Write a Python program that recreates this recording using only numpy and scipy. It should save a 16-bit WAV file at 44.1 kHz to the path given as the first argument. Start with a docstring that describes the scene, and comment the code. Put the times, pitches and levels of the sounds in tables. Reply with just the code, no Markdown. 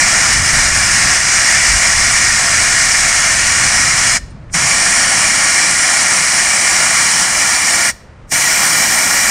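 """Tyre let down at a campsite

Three hard blasts of air, noise coloured by the deflator, wheel and hand, with two stops to read the gauge.
The valve whistles, ticks and thumps as short resonant bursts; decaying noise echoes the hiss from the trees.
Low noise in gusts rumbles on the microphone over a faint, steady outdoor wash."""
import sys
import numpy as np
from scipy import signal
from scipy.fft import rfft, irfft
from scipy.io import wavfile
from scipy.ndimage import uniform_filter1d, minimum_filter1d

SR = 44100
rng = np.random.default_rng(int(sys.argv[2]) if len(sys.argv) > 2 else 0)


def materialize(psi):
    """Save the field psi as 16-bit PCM at rate SR to the path in sys.argv[1].

    A 1-D psi becomes a single channel; in a 2-D psi each row is a channel.
    """
    bounded = np.clip(np.atleast_2d(psi).T, -1, 1)
    quanta = np.round(bounded * 32767).astype(np.int16)
    wavfile.write(sys.argv[1], SR, quanta)


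N = 410130


def amp(db):
    """Decibels to gain."""
    return 10 ** (np.asarray(db) / 20)


def evened(x):
    """Scales to rms 1."""
    return x / np.sqrt(np.mean(x ** 2) + 1e-20)


def read(points, hz):
    """Interpolates a spectrum table on a log-frequency axis."""
    f, value = np.transpose(points)
    return np.interp(np.log(hz + 1), np.log(f + 1), value)


def follow(rows, t):
    """Interpolates each column of a curve table at the times t."""
    s, *columns = np.transpose(rows)
    return [np.interp(t, s, column) for column in columns]


def bells(rows, hz):
    """Summed lift in dB of resonances; width is full width at half the lift."""
    return sum(db * np.exp(-np.log(2) * (2 * (hz - f) / width) ** 2) for f, width, db in rows)


def swell(t, s, half_s):
    """Smooth rise and fall of height 1 around the time s."""
    return np.exp(-((t - s) / half_s) ** 2)


def noise(points):
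    """Steady noise of rms 1 with the given spectrum."""
    hz = np.fft.rfftfreq(N, 1 / SR)
    spectrum = rfft(rng.standard_normal(N)) * amp(read(points, hz))
    return evened(irfft(spectrum, N))


def wander(rate_hz):
    """Random motion of rms 1, up to about the given rate."""
    hz = np.fft.rfftfreq(N, 1 / SR)
    spectrum = rfft(rng.standard_normal(N)) / (1 + (hz / rate_hz) ** 2)
    return evened(irfft(spectrum, N))


def swirl(shape):
    """Smoothed random patches of rms 1 over (bins, frames)."""
    across_bins = uniform_filter1d(rng.standard_normal(shape), size=16, axis=0)
    return evened(uniform_filter1d(across_bins, size=12, axis=1))


def near_echoes(hz, frame_s, share=0.08, small_hz=2500, drift_s=.00005, drift_hz=.4, count=8):
    """Arm and gauge are small and return mainly treble: fine ripples that slide as the hand moves."""
    motion = np.interp(frame_s, np.arange(N) / SR, wander(drift_hz))
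    paths = rng.uniform([.002, -1], [.008, 1], (count, 2))  # delay_s, share of the motion
    echoes = 0
    for delay_s, way in paths:
        echoes = echoes + np.exp(-2j * np.pi * np.outer(hz, delay_s + drift_s * way * motion))
    treble = hz / np.hypot(hz, small_hz)
    return 1 + share * treble[:, None] * echoes


# hand on the tool: time_s, low_roar_db, grip_firmness_0_1, edge_db (shrill edge against the hiss)
GRIP = [(0, 0, 0.5, -60), (1.1, -2, 0.2, -51), (1.6, -2.5, 0.3, -63), (4.2, -2, 0.48, -57),
        (4.6, -0.5, 0.87, -55), (6.3, -1, 0.84, -28), (7.8, -0.4, 1, -19), (8.35, 0.1, 1, -12),
        (9.3, 2, 1, -11)]
# jet turbulence: freq_hz, relative_db_per_hz
JET = [(40, -38), (175, -7), (260, -12), (460, -18.5), (540, -11.5), (720, -5.5), (1050, -7.5), (1900, 1),
       (2400, 3), (2650, -7.5), (3700, -13.5), (5400, -2), (9400, -5.5), (10200, -19), (13000, -33.5),
       (16000, -39)]
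# resonances and dips of tool and wheel hollow: freq_hz, width_hz, lift_db
WHEEL = [(324, 43, 3.5), (410, 77, -0.5), (1130, 100, 2.5), (1435, 68, 2.7), (2045, 80, -6),
         (2885, 176, 4.5), (3984, 70, 5), (4170, 120, 4.5), (4250, 450, -2.5), (5810, 370, 2),
         (6350, 140, 3.5), (6740, 180, 2), (7700, 220, -2.5), (8800, 160, -5.5), (9230, 130, 3.5)]
# gap between hand and rim, loose grip: freq_hz, width_hz, lift_db
LOOSE_GRIP = [(840, 98, -3), (1323, 62, 5), (1850, 490, 4.5), (2236, 60, -3.5), (2463, 190, -5),
              (3100, 140, -6), (3360, 180, 2), (4440, 300, 1.5), (5100, 260, 3.5), (8300, 280, 0),
              (9120, 150, -7.5), (9650, 630, -4.5)]
# the same gap, firm grip: freq_hz, width_hz, lift_db
FIRM_GRIP = [(1250, 72, -2), (1545, 120, -6.5), (1890, 49, 3.5), (2353, 70, 2.5), (2560, 440, -6),
             (3670, 360, -3.5), (4850, 150, -4.5), (5170, 130, -2.5), (5710, 100, -1.5), (6360, 460, -4.5),
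             (8670, 220, 4), (9660, 120, 5.5)]


def hiss(swirl_db=0.84, roar_hz=1200, spread_db=-29, roar_spread_db=-24):
    """Turbulent air of rms 1, coloured by the wheel and the hand."""
    source = rng.standard_normal((2, N))
    hz, frame_s, (middle, side) = signal.stft(source, SR, nperseg=2048, noverlap=1536)
    roar_db, firm, _ = follow(GRIP, frame_s)
    low = 1 / (1 + (hz / roar_hz) ** 4)
    colour_db = (read(JET, hz) + bells(WHEEL, hz))[:, None] + np.outer(low, roar_db)
    colour_db += np.outer(bells(LOOSE_GRIP, hz), 1 - firm) + np.outer(bells(FIRM_GRIP, hz), firm)
    colour = amp(colour_db + swirl_db * swirl(colour_db.shape)) * near_echoes(hz, frame_s)
    side = side * (amp(spread_db) + amp(roar_spread_db) * low ** 4)[:, None]
    stereo = np.array([middle + side, middle - side]) * colour
    air = signal.istft(stereo, SR, nperseg=2048, noverlap=1536)[1]
    return evened(air[:, :N])


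# shrill edge of the jet at the outlet lip: freq_hz, relative_db_per_hz
EDGE = [(9000, -49), (11000, -13.5), (12000, -6.5), (12700, -1), (13600, -6.5), (14400, -11.5),
        (15600, -12), (16500, -12)]


def shrill_edge(same=.5, left_db=-3.5):
    """Highest hiss of the outlet lip: reaches the right port one sample earlier and more strongly."""
    right, other = noise(EDGE), noise(EDGE)
    left = same * np.roll(right, 1) + np.sqrt(1 - same ** 2) * other
    return np.array([amp(left_db) * left, right])


# blasts: opens_s, shuts_s, level_db
BLASTS = [(-0.3, 4.171, -11), (4.545, 7.902, -11), (8.321, 9.6, -11.5)]


def valve(t, open_db_per_s, shut_db_per_s=1050, surge_db=0.3, surge_s=0.026, squeeze_db=-1.5, squeeze_s=0.016):
    """Gain of the valve: a slight surge of pressure as it cracks open, a dip as the gap narrows shut."""
    gain = np.zeros(N)
    for opens_s, shuts_s, level_db in BLASTS:
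        closed_db = open_db_per_s * np.maximum(opens_s - t, 0)
        closed_db += shut_db_per_s * np.maximum(t - shuts_s, 0)
        ends_db = surge_db * swell(t, opens_s, surge_s) + squeeze_db * swell(t, shuts_s, squeeze_s)
        gain += amp(level_db + ends_db - closed_db)
    return gain


# brief sags of the hiss: time_s, depth_db
SAGS = [(0.40, 3), (0.71, 2.5), (1.22, 1.3), (7.28, 1.1), (9.08, 1.2)]


def jet(sputter_db=0.38, sputter_hz=70, pump_db=0.47, pump_hz=7, thin_hz=4500, sag_half_s=0.048):
    """Air follows the valve, thin hiss before body; it pumps slowly, sputters fast and sags at times."""
    t = np.arange(N) / SR
    edge_db = follow(GRIP, t)[2]
    air = hiss() + shrill_edge() * amp(edge_db)
    hz = np.fft.rfftfreq(N, 1 / SR)
    body = irfft(rfft(air) / (1 + (hz / thin_hz) ** 8), N)
    thin = air - body
    let_out = thin * valve(t, open_db_per_s=1100) + body * valve(t, open_db_per_s=1800)
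    sag_db = sum(depth_db * swell(t, s, sag_half_s) for s, depth_db in SAGS)
    unsteady_db = sputter_db * wander(sputter_hz) + pump_db * wander(pump_hz)
    return let_out * amp(unsteady_db - sag_db)


# ring of the clearing: freq_hz, t60_s
CLEARING = [(200, .45), (2000, 0.65), (4500, 0.53), (9500, 0.36), (15000, 0.29)]
# echo colour, hiss gathered from all directions: freq_hz, level_db
ECHO = [(600, 0), (2200, -8), (2700, -2), (4200, 4), (5500, -1.5), (9500, -0.5), (12500, 9)]


def clearing(x, wet_db=-24, spread_db=-16, build_s=0.037):
    """Scattered echoes from vehicle and trees build up, then fade at a rate set by frequency."""
    hz, t, z = signal.stft(rng.standard_normal((2, SR)), SR, nperseg=256)
    decay_db = 60 * t / read(CLEARING, hz)[:, None]
    fade = amp(read(ECHO, hz)[:, None] - decay_db) * (1 - np.exp(-t / build_s))
    middle, side = signal.istft(z * fade, SR, nperseg=256)[1]
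    side = amp(spread_db) * side
    tails = np.array([middle + side, middle - side]) / np.linalg.norm(middle)
    return amp(wet_db) * signal.fftconvolve(x, tails, axes=1)[:, :N]


# deep wind buffeting: freq_hz, relative_db_per_hz
BUFFET = [(8, -13), (22, -1), (45, 1), (65, -1), (110, -19.5), (300, -62), (3000, -110)]
# faster wind flutter: freq_hz, relative_db_per_hz
FLUTTER = [(30, -28), (70, 0), (120, -1.5), (170, -6.5), (260, -14), (400, -24.5), (1200, -60),
           (6000, -110)]
# gusts on the microphone: time_s, half_length_s, buffet_db, flutter_db
GUSTS = [(0.40, 0.089, -22, -24.5), (0.574, 0.056, -22.5, -24.5), (0.74, 0.1, -24, -29),
         (1.03, 0.12, -34, -28), (1.74, .045, -19.5, -28), (2.03, .11, -26, -34), (3.64, .05, -45, -24.5),
         (3.98, 0.13, -36, -31.5)]


def wind(breeze_db=-33.5, eases_s=3.9, calm_s=6.1, ease_db=9.5, flutter_db=1.5, spread_db=-30):
    """Eddies push on the microphone, nearly alike in both channels: gusts on a breeze that eases off."""
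    t = np.arange(N) / SR
    breeze = amp(breeze_db - ease_db * np.interp(t, [eases_s, calm_s], [0, 1]))
    deep, fast = breeze, breeze * amp(flutter_db)
    for s, half_s, gust_deep_db, gust_fast_db in GUSTS:
        gust = swell(t, s, half_s)
        deep = np.hypot(deep, amp(gust_deep_db) * gust)
        fast = np.hypot(fast, amp(gust_fast_db) * gust)
    middle, side = (deep * noise(BUFFET) + fast * noise(FLUTTER) for _ in range(2))
    side = amp(spread_db) * side
    return np.array([middle + side, middle - side])


# far outdoor wash: freq_hz, relative_db_per_hz
WASH = [(100, -4), (400, 0), (560, 2.5), (800, -2), (1300, -3.5), (2000, -6.5), (3300, -18.5),
        (6000, -23.5), (9500, -31), (11000, -50), (16000, -63)]


def wash(level_db=-45.5, spread_db=-16):
    """Distant breeze in the trees as steady, slightly spread noise."""
    side = amp(spread_db) * noise(WASH)
    return (noise(WASH) + np.array([side, -side])) * amp(level_db)


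# valve seating whistles, brass ticks, opening thumps: start_s, pitch_hz, width_hz, level_db, decay_s
KNOCKS = [(4.188, 1830, 140, -38.5, 0.043), (4.305, 8900, 600, -46, 0.0083),
          (4.497, 2000, 1300, -36, 0.0044), (4.545, 158, 45.2, -21, .08), (7.925, 1790, 110, -35, 0.026),
          (8.32, 130, 90, -26, .025)]


def knocks():
    """Each valve sound is a quickly dying noise burst in one resonance."""
    out, hz = np.zeros(N), np.fft.rfftfreq(N, 1 / SR)
    for start_s, pitch_hz, width_hz, level_db, decay_s in KNOCKS:
        age = np.maximum(np.arange(N) / SR - start_s, 0) / decay_s
        resonance = 1 / (1 + (2 * (hz - pitch_hz) / width_hz) ** 2)
        ring = evened(irfft(rfft(rng.standard_normal(N)) * resonance, N))
        out += amp(level_db) * ring * (1 - np.exp(-10 * age)) * np.exp(-age)
    return out


def scene():
    """Jet, valve sounds and their echoes over wind and wash."""
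    near = jet() + knocks()
    return near + clearing(near) + wind() + wash()


def record(dry, ceiling=.95, hold_samples=65, cut_hz=15750):
    """A fast limiter rounds off the highest peaks; a low-pass then limits the band."""
    room = np.minimum(1, ceiling / (abs(dry).max(0) + 1e-9))
    gain = uniform_filter1d(minimum_filter1d(room, size=hold_samples), size=hold_samples)
    low_pass = signal.firwin(511, cut_hz, window=("kaiser", 9), fs=SR)
    return signal.oaconvolve(dry * gain, low_pass[None], "same")


dry = scene()
out = record(dry)
materialize(out)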